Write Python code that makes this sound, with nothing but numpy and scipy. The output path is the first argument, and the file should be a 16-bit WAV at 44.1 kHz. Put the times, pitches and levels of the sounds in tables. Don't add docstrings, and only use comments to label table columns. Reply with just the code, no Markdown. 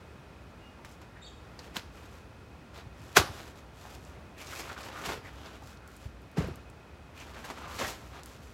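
import sys
import numpy as np
from scipy import signal
from scipy.fft import rfft, irfft
from scipy.io import wavfile
from scipy.ndimage import uniform_filter1d

SR = 44100
rng = np.random.default_rng(int(sys.argv[2]) if len(sys.argv) > 2 else 0)


def unload_audio(sound):
    columns = np.transpose(np.atleast_2d(sound))
    steps = np.round(np.clip(columns, -1, 1) * 32767)
    wavfile.write(sys.argv[1], SR, steps.astype(np.int16))


N = 376432
TIME_S = np.arange(N) / SR


def undb(db):
    return 10 ** (np.asarray(db) / 20)


def unit(x):
    return x / np.sqrt(np.mean(x ** 2) + 1e-20)


def add(out, start_s, x):
    i = max(int(start_s * SR), 0)
    out[i:i + len(x)] += x[:max(N - i, 0)]


def colour(x, points, tilt_db_per_oct=0):
    octave = np.log2(np.maximum(np.fft.rfftfreq(len(x), 1 / SR), 1))
    hz, db = np.transpose(points)
    gain = undb(np.interp(octave, np.log2(hz), db) + tilt_db_per_oct * octave)
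    return unit(irfft(rfft(x) * gain, len(x)))


def resonate(x, hz, width_hz, passes=1):
    b, a = signal.iirpeak(hz, hz / width_hz, SR)
    for _ in range(passes):
        x = unit(signal.lfilter(b, a, x))
    return x


def walk(rate_hz):
    return np.interp(TIME_S * rate_hz, np.arange(1024), rng.standard_normal(1024))


def crackle(size, per_s, spread_db):
    hit = rng.random(size) < per_s / SR
    strength = undb(spread_db * np.minimum(rng.exponential(size=size), 5))
    return unit(hit * strength * rng.standard_normal(size))


# frequency in Hz, relative level in dB.
TRAFFIC_COLOUR = [(25, -40), (40, -11.5), (52, -8), (66, 1), (100, -4), (150, -8), (220, -10.5),
                  (400, -13.5), (700, -17), (1300, -20.5), (2600, -28), (5000, -35.5), (9000, -44),
                  (15500, -50.5)]
# frequency in Hz, filter width in Hz, level in dB.
MACHINE_TONES = [(59, 13, -60.5), (1383, 66, -71.5), (2523, 89, -71.5)]


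def town(traffic_db=-51):
    traffic = colour(rng.standard_normal(N), TRAFFIC_COLOUR) * undb(traffic_db + 0.68 * walk(3.13))
    machines = sum(undb(db) * resonate(rng.standard_normal(N), hz, width_hz, passes=2)
                   for hz, width_hz, db in MACHINE_TONES)
    return traffic + machines


# centre in seconds, pitch in Hz, level in dB, half length in seconds.
BIRD_CHIPS = [(0.653, 2832, -65, 0.051), (1.23, 3706, -50.5, 0.011), (1.254, 4490, -53.5, 0.0099),
              (1.27, 3700, -52.5, 0.016), (1.276, 3340, -52, 0.0074)]


def bird():
    direct = np.zeros(N)
    t = np.arange(SR // 4) / SR - 1 / 8
    for centre_s, hz, db, half_s in BIRD_CHIPS:
        rasp = unit(uniform_filter1d(rng.standard_normal(len(t)), size=24))
        phase = 2 * np.pi * np.cumsum(hz * (1 + 0.036 * rasp)) / SR
        tone = np.sin(phase) + undb(db + 43) * np.sin(2 * phase)
        add(direct, centre_s + t[0], undb(db) * np.exp(-(t / half_s) ** 2) * tone)
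    t = np.arange(SR // 2) / SR
    trees = unit(rng.standard_normal(len(t)) * np.exp(-t / 0.064)) / np.sqrt(len(t))
    scattered = undb(1) * signal.fftconvolve(direct, trees)[:N]
    return signal.sosfilt(signal.butter(8, 8000, fs=SR, output="sos"), direct + scattered)


# delay in seconds, gain in dB.
WALL_ECHOES = [(.0075, -16.5), (.028, -17), (.054, -30)]


def yard(x, build_s=0.015, rt60_s=0.37):
    t = np.arange(SR) / SR
    fade = (1 - np.exp(-t / build_s)) * undb(-60 * t / rt60_s) ** 2
    tail = np.zeros(N)
    for low_hz, high_hz, db in [(100, 318, -12), (592, 1650, -11.5),
                                (2000, 5700, -14.5), (5000, 13000, -20.5)]:
        band = signal.butter(3, [low_hz, high_hz], "band", fs=SR, output="sos")
        power = signal.fftconvolve(signal.sosfilt(band, x) ** 2, fade / fade.sum())[:N]
        noise = unit(signal.sosfilt(band, rng.standard_normal(N)))
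        tail += undb(db) * np.sqrt(np.abs(power)) * noise
    walls = sum(undb(db) * np.interp(TIME_S - delay_s, TIME_S, x) for delay_s, db in WALL_ECHOES)
    return x + walls + tail


# start in seconds, peak before the high-pass in dB, pitch in Hz.
TARP_TICKS = [(2.497, -57, 10000), (5.877, -43, 8000), (5.889, -55, 11000), (5.966, -41, 7000),
              (5.970, -45, 10000), (6.219, -52, 12000), (6.315, -51, 11000), (6.475, -44, 11000),
              (6.482, -46, 11000), (6.558, -38, 11000), (6.70, -45, 7900), (7.4506, -37, 9000),
              (8.234, -36, 5500), (8.2594, -33, 8000)]


def ticks():
    out = np.zeros(N)
    t = np.arange(SR // 20) / SR
    envelope = np.exp(-t / 0.00042) + undb(-21) * np.exp(-t / 0.011)
    for start_s, db, hz in TARP_TICKS:
        click = resonate(rng.standard_normal(len(t)), hz, hz * 0.85) * envelope
        add(out, start_s, undb(db) * click / np.abs(click).max())
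    return signal.sosfilt(signal.butter(2, 3000, "high", fs=SR, output="sos"), out)


# centre in seconds, level in dB, resonance in Hz, half length in seconds.
FOLD_SCUFFS = [(0.803, -55, 1000, 0.014), (1.183, -60, 1770, 0.052), (2.783, -60.5, 3920, 0.042),
               (3.861, -57, 820, 0.039), (4.413, -51.5, 2380, 0.038), (4.536, -46, 1340, 0.013),
               (4.589, -51.5, 2360, 0.11), (4.706, -45, 1340, 0.017), (4.976, -44, 1300, 0.033),
               (5.263, -52, 1880, 0.033), (5.424, -62.5, 3050, .08), (5.627, -51, 910, .009),
               (5.874, -59.5, 1460, 0.077), (7.208, -51, 2480, 0.038), (7.368, -47.5, 1500, 0.009),
               (7.652, -48, 1160, 0.061), (7.722, -48, 1050, 0.028), (7.846, -41, 1730, 0.033),
               (8.167, -58, 1010, 0.037)]


def scuffs():
    out = np.zeros(N)
    t = np.arange(SR // 2) / SR - 1 / 4
    for centre_s, db, hz, half_s in FOLD_SCUFFS:
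        slips = crackle(len(t), per_s=1500, spread_db=1.6)
        pocket = resonate(slips, hz, hz * 0.39, passes=2)
        add(out, centre_s + t[0], undb(db) * np.exp(-(t / half_s) ** 2) * pocket)
    return out


def stroke(start_s, end_s, attack_s, release_s=0.028):
    attack = np.clip((TIME_S - start_s) / attack_s, 0, 1)
    return attack * np.exp(-np.clip((TIME_S - end_s) / release_s, 0, 20))


# frequency in Hz, relative level in dB.
RUB_COLOUR = [(120, -12.5), (300, -0.5), (700, -1), (1300, -1.5), (2200, -7), (3500, -10.5), (6000, -20.5),
              (15000, -47)]
CRINKLE_COLOUR = [(1000, -15), (3000, 0), (5000, -0.5), (7500, -1), (8800, -8.5), (12500, -7),
                  (15500, -14.5)]
# start in seconds, length in seconds, relative rub and crinkle levels in dB.
SHORT_STROKES = [(0.875, 0.044, -60, -60), (1.617, .06, -54, -63), (1.898, 0.17, -58, -64.5),
                 (2.08, 0.11, -60.5, -66), (2.729, .07, -50.5, -62.5), (2.918, 0.23, -58, -63.5),
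                 (3.298, 0.11, -49, -55.5), (3.387, .1, -52, -60.5), (3.538, .055, -60, -63.5),
                 (3.723, 0.23, -54.5, -59), (3.956, 0.16, -75, -66), (5.066, 0.068, -38, -48.5),
                 (5.226, 0.057, -52, -62), (5.238, 0.33, -54.5, -66), (5.43, 0.056, -49.5, -62),
                 (5.591, 0.14, -59.5, -61), (5.847, 0.16, -66, -65.5), (5.995, 0.055, -55.5, -63),
                 (7.135, 0.1, -51, -59.5), (7.235, 0.082, -53, -65), (7.329, 0.047, -44.5, -58),
                 (7.374, 0.14, -48, -59.5), (7.434, .026, -52, -54), (7.497, .018, -47, -59),
                 (7.815, 0.089, -44, -43), (7.91, 0.25, -59.5, -64.5), (8.108, 0.084, -48.5, -64),
                 (8.216, 0.14, -57, -60.5), (8.337, .2, -63, -64.5)]
# time in seconds, relative rub and crinkle levels in dB.
LONG_PULLS = [
    [(4.36, -68, -71), (4.388, -53, -56), (4.614, -45, -46), (4.628, -48, -52.5), (4.718, -43.5, -57.5),
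     (4.725, -45, -57)],
    [(4.76, -45, -59), (4.866, -45, -52.5), (4.906, -50.5, -65), (4.976, -46, -55.5), (5.034, -44.5, -51),
     (5.04, -40, -61)],
    [(7.54, -50, -65), (7.6, -48, -58.5), (7.67, -48, -67), (7.684, -49, -56), (7.71, -47, -55),
     (7.77, -46, -51.5)],
]


def sliding():
    rub_power, crinkle_power = np.zeros(N), np.zeros(N)
    for start_s, length_s, rub_db, crinkle_db in SHORT_STROKES:
        motion = stroke(start_s, start_s + length_s, attack_s=0.46 * length_s)
        rub_power += (motion * undb(rub_db)) ** 2
        crinkle_power += (motion * undb(crinkle_db)) ** 2
    for pull in LONG_PULLS:
        times_s, rub_db, crinkle_db = np.transpose(pull)
        motion = stroke(times_s[0], times_s[-1], attack_s=0.02)
        rub_power += (motion * undb(np.interp(TIME_S, times_s, rub_db) + 0.5)) ** 2
        crinkle_power += (motion * undb(np.interp(TIME_S, times_s, crinkle_db))) ** 2
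    grip = undb(1.6 * walk(55))
    rub = np.sqrt(rub_power) * colour(crackle(N, per_s=4500, spread_db=1.6), RUB_COLOUR)
    crinkle = np.sqrt(crinkle_power) * colour(crackle(N, per_s=6500, spread_db=2.5), CRINKLE_COLOUR)
    return grip * (undb(-1.5) * rub + undb(-0.5) * crinkle)


# start in seconds, relative level in dB, pitch in Hz, decay in seconds.
CREASE_SNAPS = [(.92, -58, 7000, 0.012), (1.591, -38, 4670, 0.0042), (3.402, -46, 4000, 0.0043),
                (3.557, -51, 4000, .003), (3.852, -34, 815, 0.0031), (4.05, -52, 6900, .004),
                (4.469, -44, 5500, 0.013), (4.594, -41, 5000, 0.021), (4.763, -37.5, 1380, 0.012),
                (4.831, -45, 5000, .012), (4.967, -36, 1460, 0.0051), (5.458, -48, 4000, .008),
                (5.693, -53, 5000, .003), (5.772, -52, 5000, .003), (7.2, -47, 6000, .006),
                (7.442, -36, 1510, 0.0081), (7.5094, -48, 8000, .005)]


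def snaps(gain_db=-3.5):
    out = np.zeros(N)
    t = np.arange(SR // 4) / SR
    for start_s, db, hz, decay_s in CREASE_SNAPS:
        clicks = crackle(len(t), per_s=9000, spread_db=0.98)
        crease = resonate(clicks, hz, hz * 0.56, passes=2)
        add(out, start_s, undb(db + gain_db) * np.exp(-t / decay_s) * crease)
    return out


def thud(db, hz, decay_s):
    t = np.arange(SR // 4) / SR
    flutter = resonate(rng.standard_normal(len(t)), hz, hz * 0.45)
    push = t / decay_s * np.exp(1 - t / decay_s)
    return undb(db) * push ** 2 * (np.sin(2 * np.pi * hz * t) + 0.31 * flutter)


# start in seconds, level in dB, pitch in Hz, decay in seconds.
SINGLE_THUDS = [(1.767, -40, 205, 0.0056), (2.722, -47, 90, 0.013), (2.861, -42, 103, 0.0087),
                (3.0, -43.5, 110, 0.01), (3.292, -37, 85, 0.01), (5.245, -39, 79, 0.0084),
                (6.053, -33.5, 82.5, 0.0066), (6.507, -36, 99, .007)]


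def thuds():
    out = np.zeros(N)
    for start_s, db, hz, decay_s in SINGLE_THUDS:
        add(out, start_s, thud(db, hz, decay_s))
    return out


# start in seconds, face, body and ground levels in dB, loss per layer in dB.
SHEET_LANDINGS = [(3.167, -19.5, -29, -25.5, 11.5), (5.06, -40, -40, -40, 2), (6.367, -30.5, -22, -28, 3.5),
                  (7.808, -51, -45, -40, 7)]
# pitch in Hz, lag in seconds, decay in seconds, extra loss per layer in dB.
LANDING_PARTS = [(431, 0.0013, 0.0057, -1.5), (167, .011, 0.0079, 4), (80.4, .022, 0.009, 1.5)]


def landings(layers=4, gap_s=0.037, jitter_s=0.004, detune_oct=0.17):
    out = np.zeros(N)
    for start_s, *levels_db, loss_db in SHEET_LANDINGS:
        for db, (hz, lag_s, decay_s, extra_loss_db) in zip(levels_db, LANDING_PARTS):
            for layer in range(layers):
                late, detune = rng.standard_normal(2) * (layer > 0)
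                layer_s = start_s + lag_s + layer * gap_s + late * jitter_s
                layer_db = db - layer * (loss_db + extra_loss_db)
                layer_hz = hz * 2 ** (detune * detune_oct)
                add(out, layer_s, thud(layer_db, layer_hz, decay_s))
    return out


# frequency in Hz, relative level in dB.
SLAP_COLOUR = [(70, -57), (170, -22.5), (280, -10.5), (420, -7), (620, -5.5), (950, -5.5), (1300, -5.5),
               (1750, -5), (3000, -7.5), (5400, -10), (7400, -12.5), (9000, -19.5), (12800, -18),
               (15500, -25.5)]
# impact in seconds, level in dB, rise and decay
# in seconds, tilt in dB per octave, air pop level in dB, pop pitch in Hz.
FACE_SLAPS = [(.848, -50, .0007, 0.02, -1, -37, 1690), (1.016, -52.5, .003, 0.022, -3, -43, 1000),
              (1.591, -50, .0005, 0.029, -3, -44, 3000), (1.7673, -34.5, 0.0096, 0.015, -1.5, -18.5, 3200),
              (3.17, -12.5, 0.0047, 0.014, -1, -1.5, 1600), (5.06, -34, 0.01, 0.018, -0.9, -38, 3500),
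              (5.098, -38.5, 0.015, 0.026, -4.5, -44, 1500), (6.374, -39, 0.006, 0.088, -4.5, -59, 1500),
              (7.501, -39, 0.00058, 0.012, -4, -31, 905), (7.791, -34, 0.0056, 0.076, -1.9, -44, 2000),
              (7.8145, -35, 0.0077, 0.03, -6.5, -22, 1070)]


def slaps(lead_s=0.1):
    out = np.zeros(N)
    t = np.arange(SR // 2) / SR - lead_s
    after_s = np.maximum(t, 0)
    for impact_s, db, rise_s, decay_s, tilt_db_per_oct, pop_db, pop_hz in FACE_SLAPS:
        grains = crackle(len(t), per_s=18000, spread_db=1.1)
        spray = crackle(len(t), per_s=25000, spread_db=0.8)
        contact = np.exp(np.minimum(t, 0) / rise_s - after_s / decay_s)
        smacks = colour(grains, SLAP_COLOUR, tilt_db_per_oct) * contact
        cycles = after_s * pop_hz
        pop = np.sin(2 * np.pi * cycles) * 2 * np.sqrt(cycles) * np.exp(-cycles / 1.03)
        ground_echo = 0.24 * np.interp(t - 0.00078, t, pop)
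        spit = colour(spray, SLAP_COLOUR, tilt_db_per_oct=2.3) * np.exp(-((t - 0.0015) / 0.00054) ** 2)
        air = pop + ground_echo + undb(-10) * spit
        add(out, impact_s - lead_s, undb(db) * smacks + undb(pop_db) * air)
    return out


def scene():
    sheet = slaps() + thuds() + landings() + snaps() + sliding() + scuffs()
    return (yard(sheet) + ticks() + bird() + town())[None]


def record(dry, low_hz=38, top_hz=15850):
    rounded = np.tanh(0.83 * dry) / 0.77
    thin = signal.sosfilt(signal.butter(4, low_hz, "high", fs=SR, output="sos"), rounded)
    return signal.sosfilt(signal.ellip(10, 0.1, 70, top_hz, fs=SR, output="sos"), thin)


dry = scene()
out = record(dry)
unload_audio(out)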